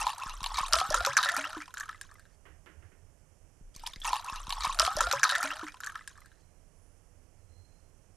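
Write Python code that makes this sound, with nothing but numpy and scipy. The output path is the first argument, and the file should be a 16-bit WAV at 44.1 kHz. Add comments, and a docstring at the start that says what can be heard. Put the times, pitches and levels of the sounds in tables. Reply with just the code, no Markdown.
"""Water slopping in a bucket

Water slops in a plastic bucket in a tiled room: one bout of wet splashes and bubbles, heard twice with a pause.
In each splash an air pocket plops and a water film snaps. Drops fall back, a wake fizzes and settles,
and bubbles chirp as they surface. Each sound is a short fading tone, a crowd of such tones, or shaped noise.
The very quiet room lies to the right: low rumble, hiss, very narrow bands of noise that slowly swell and fade,
and a few distant taps."""
import sys
import numpy as np
from scipy import signal
from scipy.fft import rfft, irfft, next_fast_len
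from scipy.io import wavfile
from scipy.ndimage import uniform_filter1d

SR = 44100
rng = np.random.default_rng(int(sys.argv[2]) if len(sys.argv) > 2 else 0)


def store_pcm(level_fs):
    """Save levels as 16-bit WAV."""
    pcm = np.round(np.clip(level_fs, -1, 1) * 32767).astype(np.int16)
    wavfile.write(sys.argv[1], SR, np.atleast_2d(pcm).T)


N = 360013
TIME = np.arange(N) / SR

# Steady hiss and rumble of the room: [f/Hz, level/dB]
ROOM_SPECTRUM = [(12, -18), (22, 2), (59, -8), (94, -3.5), (115, -15), (158, -12), (195, -20.5), (330, -22),
                 (600, -22.5), (1000, -30), (3000, -37.5), (3900, -48), (5800, -33.5), (10000, -37),
                 (13000, -47.5)]
# Swells of the low rumble: [top t/s, half width/s, level/dB, f/Hz]
RUMBLE_SWELLS = [(2.52, 0.045, -54, 67.4), (2.585, 0.045, -52, 89.6), (2.8, 0.046, -46.5, 71.6),
                 (2.865, 0.043, -50, 87.4), (3.08, 0.066, -56, 96), (7.5, 0.23, -56.5, 89)]
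# Very narrow bands of noise that slowly swell and fade: [start t/s, top t/s, end t/s, f/Hz, level at the top/dB]
NARROW_BANDS = [(5.9, 6.24, 6.75, 4140, -75), (6.55, 6.83, 7.35, 9900, -72), (7.36, 7.609, 8.05, 4170, -71)]
# Splashes and drips, each a plop and a snap: [t/s, plop level/dB, plop f/Hz, snap level/dB, snap f/Hz]
SPLASHES = [(3.750, -72, 2000, -44, 6100), (3.763, -57, 1080, -34, 5840), (3.796, -60, 1900, -41, 4440),
            (3.836, -35.5, 897, -43, 5240), (3.865, -38, 925, -25, 4780), (3.873, -34, 932, -26, 5140),
            (3.935, -50, 1080, -35, 3620), (3.96, -41.5, 2060, -37.5, 4700), (4.002, -65, 2100, -40, 8600),
            (4.019, -77, 1440, -46, 3330), (4.046, -29, 1020, -26, 3270), (4.052, -26, 940, -25.5, 6540),
            (4.081, -25.5, 867, -32, 2740), (4.092, -61, 837, -28, 5000), (4.131, -16, 951, -22.5, 4050),
            (4.141, -31, 1020, -29.5, 3450), (4.149, -32, 1055, -33, 3580), (4.157, -30.5, 845, -34, 3945),
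            (4.166, -50, 1095, -26, 2760), (4.196, -34, 1000, -36, 4150), (4.245, -37, 956, -33, 7600),
            (4.263, -47, 1130, -38.5, 5485), (4.272, -34.5, 957, -45, 2580), (4.283, -32, 1015, -44, 2770),
            (4.298, -27.5, 1054, -33, 3540), (4.349, -33.5, 1254, -42.5, 4200),
            (4.359, -36.5, 952, -35, 4550), (4.4, -39, 1115, -47, 3500), (4.469, -34, 1000, -37, 3600),
            (4.494, -33, 1080, -28, 5130), (4.505, -29.5, 1095, -21.5, 3560),
            (4.525, -27.5, 944, -21, 4100), (4.568, -31.5, 1054, -96, 3660), (4.58, -31, 867, -72, 3060),
            (4.607, -32.5, 1217, -26.5, 4200), (4.622, -31, 1192, -32, 4070), (4.636, -30, 1158, -24, 4145),
            (4.647, -21.5, 1038, -22.5, 3806), (4.651, -23.5, 961, -23, 3683),
            (4.659, -22.5, 1081, -28.5, 2962), (4.669, -24.5, 1210, -34.5, 3263),
            (4.695, -22.5, 1058, -39, 3534), (4.705, -31, 991, -34.5, 3776),
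            (4.726, -33.5, 1079, -28.5, 3576), (4.746, -36.5, 1238, -32.5, 7780),
            (4.789, -20.5, 1388, -17, 4200), (4.797, -21.5, 1237, -7, 5000),
            (4.803, -13.5, 1278, -24.5, 3057), (4.818, -22.5, 1200, -18.5, 4766),
            (4.827, -23, 1349, -29, 3020), (4.850, -24.5, 1270, -17.5, 4200),
            (4.860, -23.5, 1277, -26.5, 4660), (4.865, -24, 1214, -19, 4020), (4.877, -21, 1259, -46, 3164),
            (4.914, -24, 1253, -45, 4580), (4.967, -32, 1035, -21, 5300), (4.986, -34, 1380, -26.5, 5460),
            (4.990, -27, 1660, -28.5, 5250), (5.006, -12.5, 1327, -24, 5400), (5.008, -22, 1006, -15, 6420),
            (5.023, -27.5, 1230, -28.5, 5570), (5.032, -33, 1143, -26.5, 3580),
            (5.039, -29.5, 1390, -26.5, 4720), (5.069, -24.5, 1367, -26.5, 3572),
            (5.087, -42.5, 1458, -31.5, 3060), (5.099, -39, 1420, -36, 4670),
            (5.113, -19.5, 1395, -15, 3950), (5.126, -25, 1410, -16.5, 5575),
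            (5.133, -22.5, 1195, -33, 3250), (5.162, -31.5, 1294, -31.5, 3044),
            (5.195, -32, 1227, -28.5, 5720), (5.232, -10, 1580, -13.5, 5795),
            (5.240, -13.5, 1510, -14.5, 5340), (5.250, -15, 1259, -21, 4430),
            (5.266, -25.5, 1289, -33.5, 3850), (5.279, -30, 969, -34.5, 3490),
            (5.293, -25, 1628, -19, 3570), (5.299, -20, 1560, -16.5, 3930), (5.311, -24, 1566, -19.5, 3620),
            (5.322, -19.5, 1372, -26, 3640), (5.352, -18.5, 1735, -21.5, 3520),
            (5.358, -19.5, 1435, -23.5, 5570), (5.382, -44, 1415, -27.5, 6050),
            (5.429, -21.5, 1370, -19.5, 7560), (5.439, -37.5, 1230, -28, 6540),
            (5.456, -27, 1375, -28, 3020), (5.474, -34.5, 1850, -30.5, 2900),
            (5.504, -27.5, 1570, -39, 2940), (5.515, -26.5, 1310, -32, 2860), (5.535, -38, 1430, -38, 3750),
            (5.556, -41, 890, -35, 2860), (5.568, -35, 1480, -37, 4900), (5.594, -31, 1390, -36.5, 3740),
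            (5.612, -38.5, 1220, -38, 2950), (5.633, -36.5, 994, -40.5, 5400),
            (5.642, -41, 1510, -39.5, 3140), (5.666, -43, 1240, -41, 5670), (5.676, -34.5, 1320, -40, 3060),
            (5.683, -36, 2280, -39, 6900), (5.721, -54, 1380, -43.5, 5000), (5.743, -39.5, 1020, -41, 2880),
            (5.770, -51, 1460, -47, 3200), (5.804, -34, 1440, -32.5, 6760), (5.827, -46, 1110, -53, 7450),
            (5.835, -30, 1550, -32.5, 3040), (5.844, -34, 1480, -32, 6940), (5.863, -41.5, 1120, -31, 7500),
            (5.871, -28, 1660, -30.5, 6470), (5.898, -39.5, 1200, -39, 2960), (5.921, -40, 1280, -44, 6900),
            (5.944, -44, 1510, -48, 2950), (5.955, -31.5, 1283, -35, 2970), (5.956, -32.5, 1680, -46, 4220),
            (5.975, -49, 1367, -46, 3480), (5.992, -39.5, 1600, -48, 2980), (6.010, -44, 1236, -55, 2960),
            (6.022, -55, 1720, -52, 3760), (6.042, -56, 1530, -51, 3000), (6.076, -38.5, 1647, -30.5, 6700),
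            (6.106, -49, 1520, -67, 3470), (6.113, -56.5, 1100, -51, 3300), (6.155, -50, 1570, -67, 5410),
            (6.166, -53, 1135, -70, 5000), (6.177, -49, 1650, -49.5, 8180), (6.182, -45.5, 1186, -75, 4570),
            (6.205, -83, 1150, -47.5, 8700), (6.218, -52, 1185, -58, 3140),
            (6.259, -46.5, 1555, -47.5, 7700), (6.317, -52, 1575, -57, 3410)]
# How much the water is stirred between splashes: [t/s, slosh level/dB, fizz level/dB]
STIRRING = [(3.74, -84, -66), (3.85, -55, -62.5), (4.0, -81, -89), (4.057, -35, -40.5), (4.23, -48.5, -60),
            (4.33, -40, -52), (4.44, -55.5, -58.5), (4.54, -48.5, -59), (4.64, -42, -45),
            (4.77, -52.5, -55.5), (4.83, -40, -56.5), (4.95, -46.5, -51), (5.03, -42.5, -50.5),
            (5.22, -45, -53.5), (5.27, -33, -53.5), (5.45, -41, -50), (5.58, -52, -57.5), (5.68, -44, -66),
            (5.78, -94, -77.5), (6.2, -71, -77.5), (6.42, -80.5, -82.5)]
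# Larger pockets that gurgle low while the water is churned hardest: [t/s, level/dB]
GURGLING = [(4.7, -75), (4.8, -47), (4.93, -63), (5.02, -47), (5.2, -58), (5.3, -50.5), (5.45, -49),
            (5.6, -60), (5.75, -85)]
# Tone balance of the fine wet fizz: [f/Hz, level/dB]
FIZZ_SPECTRUM = [(1200, -26.5), (1900, -5), (2600, -8.5), (3300, -2), (4200, -4.5), (5500, 1.5),
                 (7500, 1.5), (10000, 3), (13000, -4.5)]
# Single ringing bubbles: [t/s, length/s, level/dB, first f/Hz, last f/Hz]
BUBBLES = [(3.862, 0.0113, -33, 2940, 4570), (3.934, 0.015, -39, 3480, 3730),
           (4.017, 0.031, -33.5, 3350, 3570), (4.05, .022, -35, 2200, 2550),
           (4.077, 0.0275, -29.5, 2650, 3040), (4.106, 0.018, -26.5, 1014, 1080),
           (4.155, 0.017, -34, 2600, 3650), (4.164, .025, -29, 1110, 1140), (4.195, .016, -36, 3870, 4100),
           (4.256, 0.025, -36, 1240, 1620), (4.285, 0.039, -35, 2655, 2650), (4.334, .024, -38, 1126, 1300),
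           (4.366, 0.022, -40, 3870, 4200), (4.401, 0.016, -33, 1155, 1190),
           (4.502, 0.028, -38, 2800, 2940), (4.515, 0.015, -49, 2080, 2560),
           (4.644, 0.03, -29.5, 2306, 2200), (4.646, 0.022, -33, 5130, 5260),
           (4.644, 0.044, -29, 1032, 1100), (4.664, 0.014, -36, 2240, 2530),
           (4.376, 0.035, -40, 2720, 3070), (4.523, 0.019, -39, 3010, 4550), (4.618, .018, -33, 3730, 4130),
           (4.714, 0.022, -36.5, 2490, 4100), (4.755, .04, -42, 721, 669.6), (4.802, .024, -24, 645, 656),
           (4.8272, .04, -25, 646.6, 694), (4.849, 0.04, -25.5, 1333, 1285),
           (4.891, 0.077, -28, 1276, 1347), (4.877, 0.029, -22, 741, 750), (4.903, 0.096, -36.5, 792, 848),
           (4.93, 0.09, -41, 1460, 1610), (4.96, 0.033, -34, 1370, 1500), (4.9715, 0.033, -22, 592, 650),
           (4.988, 0.018, -28, 682, 1000), (5.014, 0.023, -26, 589, 503), (5.031, 0.092, -40, 503, 576),
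           (5.037, .075, -26.5, 1418, 1407), (5.061, .04, -28, 1374, 1420), (5.097, 0.053, -43, 1390, 1642),
           (5.072, 0.025, -26, 690, 730), (5.104, 0.11, -38.5, 770, 913), (5.133, 0.06, -25.5, 553, 560),
           (5.135, 0.058, -24.5, 987, 1035), (5.155, 0.087, -41.5, 126.3, 142),
           (5.158, 0.024, -33, 1050, 1537), (5.169, .025, -29, 1599, 1693), (5.174, 0.019, -36, 1732, 3100),
           (5.194, .025, -36, 1670, 1728), (5.195, .03, -33.5, 1035, 1059), (5.25, .014, -27, 4310, 4400),
           (5.237, .014, -15, 5900, 4117), (5.256, 0.017, -27.5, 1180, 1520),
           (5.269, .014, -27, 3880, 3928), (5.293, 0.025, -23, 1559, 1634), (5.33, 0.025, -31, 1430, 1480),
           (5.326, .014, -40, 3620, 3960), (5.224, 0.12, -50.5, 553, 593), (5.243, 0.16, -27.5, 1013, 1045),
           (5.321, 0.05, -35, 738, 765), (5.322, 0.1, -40, 560, 667), (5.378, 0.096, -36.5, 700, 770),
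           (5.362, 0.025, -26, 1990, 2060), (5.403, 0.018, -24, 1270, 1600),
           (5.419, 0.013, -29, 1660, 2600), (5.43, 0.03, -31, 820, 860), (5.44, .11, -39.5, 268, 314),
           (5.44, 0.024, -30.5, 2430, 2500), (5.444, 0.014, -29, 950, 1250),
           (5.454, 0.0135, -28.5, 1345, 1850), (5.471, 0.017, -32, 2250, 2320),
           (5.45, 0.067, -32.5, 641, 588), (5.505, 0.025, -30.5, 2760, 2970),
           (5.506, 0.025, -30.5, 1900, 1980), (5.524, 0.019, -33, 3020, 3300),
           (5.529, 0.145, -47.5, 590.6, 762), (5.605, 0.0298, -38, 1107, 1860),
           (5.631, 0.04, -31, 334, 270), (5.643, 0.09, -42, 300, 296), (5.68, 0.015, -41, 1560, 2200),
           (5.692, 0.045, -46.5, 2360, 2560), (5.743, 0.042, -39.5, 1007, 1040),
           (5.839, 0.038, -33, 1533, 1570), (5.863, 0.04, -41, 1547, 1570), (5.875, 0.032, -38, 1156, 1170),
           (5.896, 0.021, -33, 1620, 1640), (5.93, .02, -58, 1280, 1300), (5.952, 0.042, -35, 1233, 1280),
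           (5.978, 0.025, -50, 1320, 1750), (6.009, 0.017, -42.5, 1970, 2040),
           (6.076, 0.035, -44.5, 1640, 1650), (6.218, 0.016, -51, 1980, 2020),
           (6.247, 0.022, -53, 1620, 1670)]
# Deep pulses of the water pushed aside: [t/s, length/s, level/dB, last f/Hz]
GULPS = [(3.611, 0.092, -44.5, 38), (3.761, 0.135, -44.5, 25.6), (3.964, 0.171, -40.5, 43),
         (4.325, 0.143, -39.5, 49.7), (4.481, .165, -38, 65.56), (4.672, 0.2, -38.5, 88.6),
         (4.955, .145, -35.5, 84.2)]
# Tones of the air in the bucket: [f/Hz, level/dB]
BUCKET_TONES = [(600, -8.5), (996, -4), (1240, -8.5), (1299, -10), (1440, -10.5), (1560, -6), (1744, -7),
                (1955, -9), (2750, -15), (3650, -15.5), (3900, -10.5)]
# Distant taps: [t/s, level/dB]
TAPS = [(2.454, -46.5), (2.661, -45), (2.824, -54.5), (2.917, -59)]
# Tone balance of the distant taps: [f/Hz, level/dB]
TAP_SPECTRUM = [(200, -20), (330, 4.5), (520, -4), (800, -8), (1200, -3.5), (1800, 0.5), (2400, -7),
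                (3000, -9.5), (3800, -25), (7000, -30)]

REPEAT_S = 4.06349   # the bout is also heard this much earlier
CUTOFF_HZ = 13300
SIDE_DB = -6.5
SWELL_WIDTH_HZ = 19
BAND_FADE_DB = 21   # how far below its top each narrow band starts and ends
# ring times down to -60 dB, counted in cycles of the tone
PLOP_CYCLES, SNAP_CYCLES, SPRAY_CYCLES, CHIRP_CYCLES, PLIP_CYCLES = 36.5, 24, 36, 110, 42
# drops thrown up by a splash fall back: mean delay, level against the splash, loss with delay, pitch scatter
FALL_S, FALL_DB, FALL_DB_PER_S, FALL_OCTAVES = 0.02, -12, 91.5, 0.12
FALL_SNAP_DB = -16.5   # a falling drop's snap against that of the splash
FALL_GROWTH, BIG_SPLASH_DB = 0.29, -22   # small splashes throw less: dB lost per dB below a big one
CRACK_DB, CRACK_T60_S = -1, .003   # tick of a tearing film: level against its snap, time to fall 60 dB
# wake of small bubbles: start against the plop and the snap, and how fast it settles
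WAKE_SLOSH_DB, WAKE_FIZZ_DB, WAKE_DB_PER_S = -23.0, -29.5, 200.5
PLIPS_PER_S, TRICKLE_PER_S, SPRAY_PER_S = 320, 700, 3200   # small bubbles born each second
SWARM_RISE, CHIRP_RISE = .035, .3   # upward glide as a share of the pitch
BUBBLE_FADE_DB, SURFACING_DB_PER_OCTAVE = 28.5, 30   # a bubble that glides up fades less
BUBBLE_WAVER = 0.0055   # random phase drift: radians per root second, per Hz of pitch
BUBBLE_FLUTTER_DB, BUBBLE_FLUTTER_S = 2, 0.0063   # shaking of level: depth at 1 kHz by the end, time scale
GULP_FIRST_HZ = 22.9
BUCKET_WIDTH_HZ = 22


def from_db(db):
    """Turn decibels into a plain multiplier."""
    return 10 ** (np.asarray(db) / 20)


def rms_one(x):
    """Scale a sound to an average strength (rms) of 1."""
    return x / np.sqrt(np.mean(x ** 2) + 1e-20)


def noise():
    """Plain random hiss for the whole scene."""
    return rng.standard_normal(N)


def in_time(rows):
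    """Read each column of a curve table at every sample."""
    s, *columns = np.transpose(rows)
    return [np.interp(TIME, s, c) for c in columns]


def add(out, s, sound):
    """Mix a sound in at time s."""
    i = max(round(s * SR), 0)
    out[i:i + len(sound)] += sound[:N - i]


def band(x, low_hz, high_hz):
    """Keep only the pitches between two limits."""
    sections = signal.butter(2, [low_hz, min(high_hz, .45 * SR)], "band", fs=SR, output="sos")
    return signal.sosfilt(sections, x)


def coloured(x, spectrum):
    """Shape a sound by a spectrum, then set its rms to 1."""
    hz, db = np.transpose(spectrum)
    size = next_fast_len(N)
    bins = np.maximum(np.arange(size // 2 + 1) * SR / size, 1)
    gain = from_db(np.interp(np.log(bins), np.log(hz), db))
    return rms_one(irfft(rfft(x, size) * gain, size)[:N])


def room_tone():
    """Steady hiss, a rumble that swells now and then, and very narrow bands of noise that slowly swell and fade."""
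    out = from_db(-55.5) * coloured(noise(), ROOM_SPECTRUM)
    for s, width, db, hz in RUMBLE_SWELLS:
        rumble = rms_one(band(noise(), hz - SWELL_WIDTH_HZ / 2, hz + SWELL_WIDTH_HZ / 2))
        out += from_db(db) * np.exp(-((TIME - s) / width) ** 2) * rumble
    for start, top, end, hz, db in NARROW_BANDS:
        away = np.maximum((top - TIME) / (top - start), (TIME - top) / (end - top))
        narrow = rms_one(band(noise(), hz * .99, hz * 1.01))
        out += from_db(db - BAND_FADE_DB * away) * narrow
    return out


def damped(t, hz, t60, rise, swell_cycles):
    """A pocket of air swells quickly, then rings out while its pitch rises by a share."""
    age = t / np.maximum(t60, .001)
    swell = 1 - np.exp(-t * hz / max(swell_cycles, .01))
    ending = np.minimum(1, 4 * (1 - t / t[-1]))
    phase = 2 * np.pi * hz * t * (1 + rise * np.minimum(age, 1))
    return swell * ending * from_db(-60 * age) * np.sin(phase)


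def splashes(db_column, hz_column, cycles, fall_db, count):
    """Rows [t/s, level/dB, f/Hz, t60/s] for each splash and its falling drops, later ones softer on average."""
    rows = []
    for splash, drops in zip(SPLASHES, rng.standard_normal((len(SPLASHES), count, 4))):
        s, db, hz = splash[0], splash[db_column], splash[hz_column]
        rows.append((s, db, hz, cycles / hz))
        thrown_db = db + fall_db - FALL_GROWTH * max(BIG_SPLASH_DB - db, 0)
        for a, b, size, pitch in drops:
            late = FALL_S * np.hypot(a, b) / np.sqrt(np.pi / 2)
            drop_db = thrown_db - FALL_DB_PER_S * late + 4.2 * size
            drop_hz = hz * 2 ** (FALL_OCTAVES * pitch)
            rows.append((s + late, drop_db, drop_hz, cycles / drop_hz))
    return rows


def impacts(table, rise, swell_cycles, drops_db, drops_s, drops_octaves, drops_cycles, count):
    """Each impact rings one pocket, and a few bubbles of nearby pitch ping just after it."""
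    out, t = np.zeros(N), TIME[:2400]
    for (s, db, hz, t60), drops in zip(table, rng.standard_normal((len(table), count, 3))):
        add(out, s, from_db(db) * damped(t, hz, t60, rise, swell_cycles))
        for late, pitch, size in drops:
            drop_hz = min(hz * 2 ** (drops_octaves * pitch), 19000)
            ping = damped(t, drop_hz, drops_cycles / drop_hz, rise, swell_cycles)
            ping_db = db + drops_db + 2 * size - 1.3 * abs(late)
            add(out, s + drops_s * abs(late), from_db(ping_db) * ping)
    return out


def plops():
    """Water closes over a pocket of air, which rings like a small drum."""
    table = splashes(db_column=1, hz_column=2, cycles=PLOP_CYCLES, fall_db=FALL_DB, count=1)
    return impacts(table, rise=0.044, swell_cycles=0.38, drops_db=-10.0, drops_s=0.0066,
                   drops_octaves=0.29, drops_cycles=22.0, count=2)


def snapping():
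    """A breaking film tears with a tick of noise and pings high and briefly."""
    table = splashes(db_column=3, hz_column=4, cycles=SNAP_CYCLES, fall_db=FALL_SNAP_DB, count=2)
    pings = impacts(table, rise=0.15, swell_cycles=0.13, drops_db=-7.5, drops_s=0.0033,
                    drops_octaves=.6, drops_cycles=34.0, count=4)
    ticks, t = np.zeros(N), TIME[:600]
    for (s, _, _, db, _), tear in zip(SPLASHES, rng.standard_normal((len(SPLASHES), len(t)))):
        add(ticks, s, from_db(db + CRACK_DB - 60 * t / CRACK_T60_S) * tear)
    return from_db(1.0) * band(pings, 2900, 19845) + band(ticks, 2200, 9500)


def stirring():
    """Slosh dB, fizz dB and slosh Hz: steady stir plus wakes; the slosh follows the pitch of the plops."""
    slosh, fizz = from_db(in_time(STIRRING)) ** 2   # powers, so that wakes simply add
    wake = from_db(-WAKE_DB_PER_S * TIME[:SR // 2])
    for s, plop_db, _, snap_db, _ in SPLASHES:
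        add(slosh, s, (from_db(plop_db + WAKE_SLOSH_DB) * wake) ** 2)
        add(fizz, s, (from_db(snap_db + WAKE_FIZZ_DB) * wake) ** 2)
    slosh_hz = uniform_filter1d(in_time(SPLASHES)[1], size=4000)
    return 10 * np.log10(slosh), 10 * np.log10(fizz), slosh_hz


def swarm(per_s, centre_hz, spread_octaves, cycles, rise, size_db, even_s, size):
    """Many small bubbles born at random while the water is stirred; their level is evened to about 1."""
    first, last = STIRRING[0][0], STIRRING[-1][0]
    when, strength, pitch, sign = rng.random((int(per_s * (last - first)), 4)).T
    at = ((first + when * (last - first)) * SR).astype(int)
    scatter = (pitch / (1 - pitch)) ** (spread_octaves / 2)
    hz = np.clip(centre_hz[at] * scatter, 600, 13000)[:, None]
    gain = from_db(size_db * np.minimum(-np.log(1 - strength), 4)) * np.sign(sign - .5)
    grains = gain[:, None] * damped(TIME[:size], hz, cycles / hz, rise, swell_cycles=2.1)
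    # add every grain into the timeline at its own start
    out = np.bincount((at[:, None] + np.arange(size)).ravel(), grains.ravel(), N)[:N]
    return out / np.sqrt(np.abs(uniform_filter1d(out ** 2, int(even_s * SR))) + 1e-3)


def sloshing(slosh_hz):
    """Stirred water folds in small air pockets that ring near the pitch of the plops."""
    return swarm(1200, 1.07 * slosh_hz, spread_octaves=.15, cycles=26.0, rise=SWARM_RISE,
                 size_db=6.0, even_s=0.062, size=1500)


def gurgling(slosh_hz):
    """Larger pockets of air ring lower and shorter, in cycles, than the slosh."""
    return swarm(250, 0.72 * slosh_hz, spread_octaves=0.35, cycles=18.0, rise=0.079,
                 size_db=4.0, even_s=0.06, size=3000)


def plips(slosh_hz):
    """Scattered small bubbles ring above the slosh."""
    return swarm(PLIPS_PER_S, 1.7 * slosh_hz, spread_octaves=0.21, cycles=PLIP_CYCLES, rise=.08,
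                 size_db=4.5, even_s=0.11, size=1500)


def trickle(slosh_hz):
    """A close crowd of small bubbles of like size rings on as a soft trickle."""
    return swarm(TRICKLE_PER_S, 2.9 * slosh_hz, spread_octaves=.3, cycles=42.0, rise=0.075,
                 size_db=7.0, even_s=0.039, size=1200)


def chirps(slosh_hz):
    """Sparse droplets ring long and glide up in pitch through the spray."""
    return swarm(110, 2.7 * slosh_hz, spread_octaves=.36, cycles=CHIRP_CYCLES, rise=CHIRP_RISE,
                 size_db=6.5, even_s=0.1, size=2000)


def spray():
    """Fine wet fizz: the smallest bubbles burst as a dense run of short pings."""
    pings = swarm(SPRAY_PER_S, np.full(N, 4600.), spread_octaves=0.739, cycles=SPRAY_CYCLES,
                  rise=SWARM_RISE, size_db=6.0, even_s=0.057, size=440)
    return coloured(pings, FIZZ_SPECTRUM)


def surfacing(length, first_hz, last_hz, bend):
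    """Age 0-1 and phase of a tone that glides from its first to its last pitch, slowly at first."""
    age = np.linspace(0, 1, int(max(length, .005) * SR))
    hz = first_hz * (last_hz / first_hz) ** (age ** bend)
    return age, 2 * np.pi * np.cumsum(hz) / SR


def bubbles():
    """Larger bubbles sing while pitch and strength waver; ripples shake the small, high ones most."""
    out = np.zeros(N)
    draws = rng.standard_normal((len(BUBBLES), 2, SR // 2))
    for (s, length, db, first_hz, last_hz), (steps, ripples) in zip(BUBBLES, draws):
        age, phase = surfacing(min(length, .5), first_hz, last_hz, bend=1.1)
        drift = np.cumsum(steps[:len(age)]) / np.sqrt(SR)
        smooth = uniform_filter1d(uniform_filter1d(ripples, int(BUBBLE_FLUTTER_S * SR)), size=100)
        flutter_db = BUBBLE_FLUTTER_DB * rms_one(smooth)[:len(age)] * np.sqrt(age * first_hz / 1000)
        fade_db = max(BUBBLE_FADE_DB - SURFACING_DB_PER_OCTAVE * np.log2(last_hz / first_hz), 0)
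        swell = (1 - np.exp(-phase / 2.5)) * np.minimum(1, 6 * (1 - age))
        level = from_db(db - fade_db * age + flutter_db)
        add(out, s, level * swell * np.sin(phase + BUBBLE_WAVER * first_hz * drift))
    return out


def gulps(soft_hz):
    """Water pushed aside makes a very low swing that sweeps upward."""
    out = np.zeros(N)
    for s, length, db, last_hz in GULPS:
        age, phase = surfacing(length, GULP_FIRST_HZ, last_hz, bend=1.9)
        add(out, s, -from_db(db) * np.cos(phase) * np.minimum(1, 9 * (1 - age)))
    return band(out, 7.1, soft_hz)


def thuds(soft_hz):
    """Each deep pulse starts with a soft knock as the water is pressed down."""
    out, t = np.zeros(N), TIME[:800]
    for s, _, db, _ in GULPS:
        add(out, s, from_db(db) * damped(t, soft_hz, 0.014, 0, swell_cycles=0.023))
    return out


def bucket_air(x):
    """The hollow tones of the air standing in the bucket, each a narrow resonance."""
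    r, out = np.exp(-np.pi * BUCKET_WIDTH_HZ / SR), 0
    for hz, db in BUCKET_TONES:
        feedback = [1, -2 * r * np.cos(2 * np.pi * hz / SR), r * r]
        out = out + from_db(db) * signal.lfilter([1, 0, -1], feedback, x + 1e-18)
    return out * (1 - r * r) / 2


def echoing(x, seconds, t60, gap_s):
    """Many random echoes of unit energy that start after a gap and die away."""
    t = TIME[:round(seconds * SR)]
    echoes = rng.standard_normal(len(t)) * from_db(-60 * t / t60) * (t > gap_s)
    return signal.fftconvolve(x, echoes / np.sqrt(np.sum(echoes ** 2)))[:N]


def bucket(x, t60):
    """Sound bounces between the bucket's walls: a short, dense ring."""
    return echoing(x, 0.125, t60, gap_s=.001)


def tiled_room(x, t60):
    """A diffuse tail that starts after the first wall echo."""
    return echoing(x, 0.5, t60, gap_s=.004)


def slopping():
    """Wet splashes and bubbles: plops and slosh in the middle, snaps and finest spray scattered to both sides."""
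    slosh_db, fizz_db, slosh_hz = stirring()
    gurgle_db, = in_time(GURGLING)
    pockets = from_db(2.0) * plops() + from_db(slosh_db - 3.0) * sloshing(slosh_hz)
    pockets = band(band(pockets, 670, 16000), 670, 16000)   # small pockets radiate no bass
    # two separate draws, one for the middle and one for the sides
    crackle, side = [snapping() + from_db(fizz_db - 4.0) * spray() for _ in range(2)]
    middle = pockets + crackle + from_db(fizz_db - 8.5) * plips(slosh_hz)
    middle = middle + from_db(fizz_db - 7.0) * (trickle(slosh_hz) + chirps(slosh_hz))
    middle = middle + from_db(gurgle_db) * gurgling(slosh_hz)
    bucket_ring = bucket_air(middle) + from_db(-8.5) * bucket(middle, t60=0.014)
    middle = middle + bucket_ring + from_db(-19.5) * tiled_room(middle, t60=0.083)
    middle = middle + from_db(-1.5) * bubbles()
    middle = middle + from_db(-1.7) * gulps(soft_hz=200.7) + from_db(5.0) * thuds(soft_hz=151.0)
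    for stage in range(4):
        side = band(side, 4200, 19000)
    return middle + from_db(SIDE_DB) * side * [[1], [-1]]   # opposite signs left and right


def taps(t60, tail_db):
    """Far taps arrive as the fading ring of the tiled room."""
    envelope, t = np.zeros(N), TIME[:SR // 2]
    for s, db in TAPS:
        add(envelope, s, from_db(db + tail_db - 60 * t / t60))
    return envelope * coloured(noise(), TAP_SPECTRUM)


def scene():
    """The bout and its earlier hearing, which starts partway in, with the room mostly on the right."""
    bout = slopping()
    shift = round(REPEAT_S * SR)
    earlier = np.pad(bout[:, shift:], ((0, 0), (0, shift)))
    room = room_tone() + taps(t60=0.38, tail_db=-4.0)
    return bout + earlier + room * from_db([[-22], [0]])


def record(dry):
    """The top is cut steeply."""
    return signal.sosfilt(signal.ellip(10, .2, 70, CUTOFF_HZ, fs=SR, output="sos"), dry)


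dry = scene()
out = record(dry)
store_pcm(out)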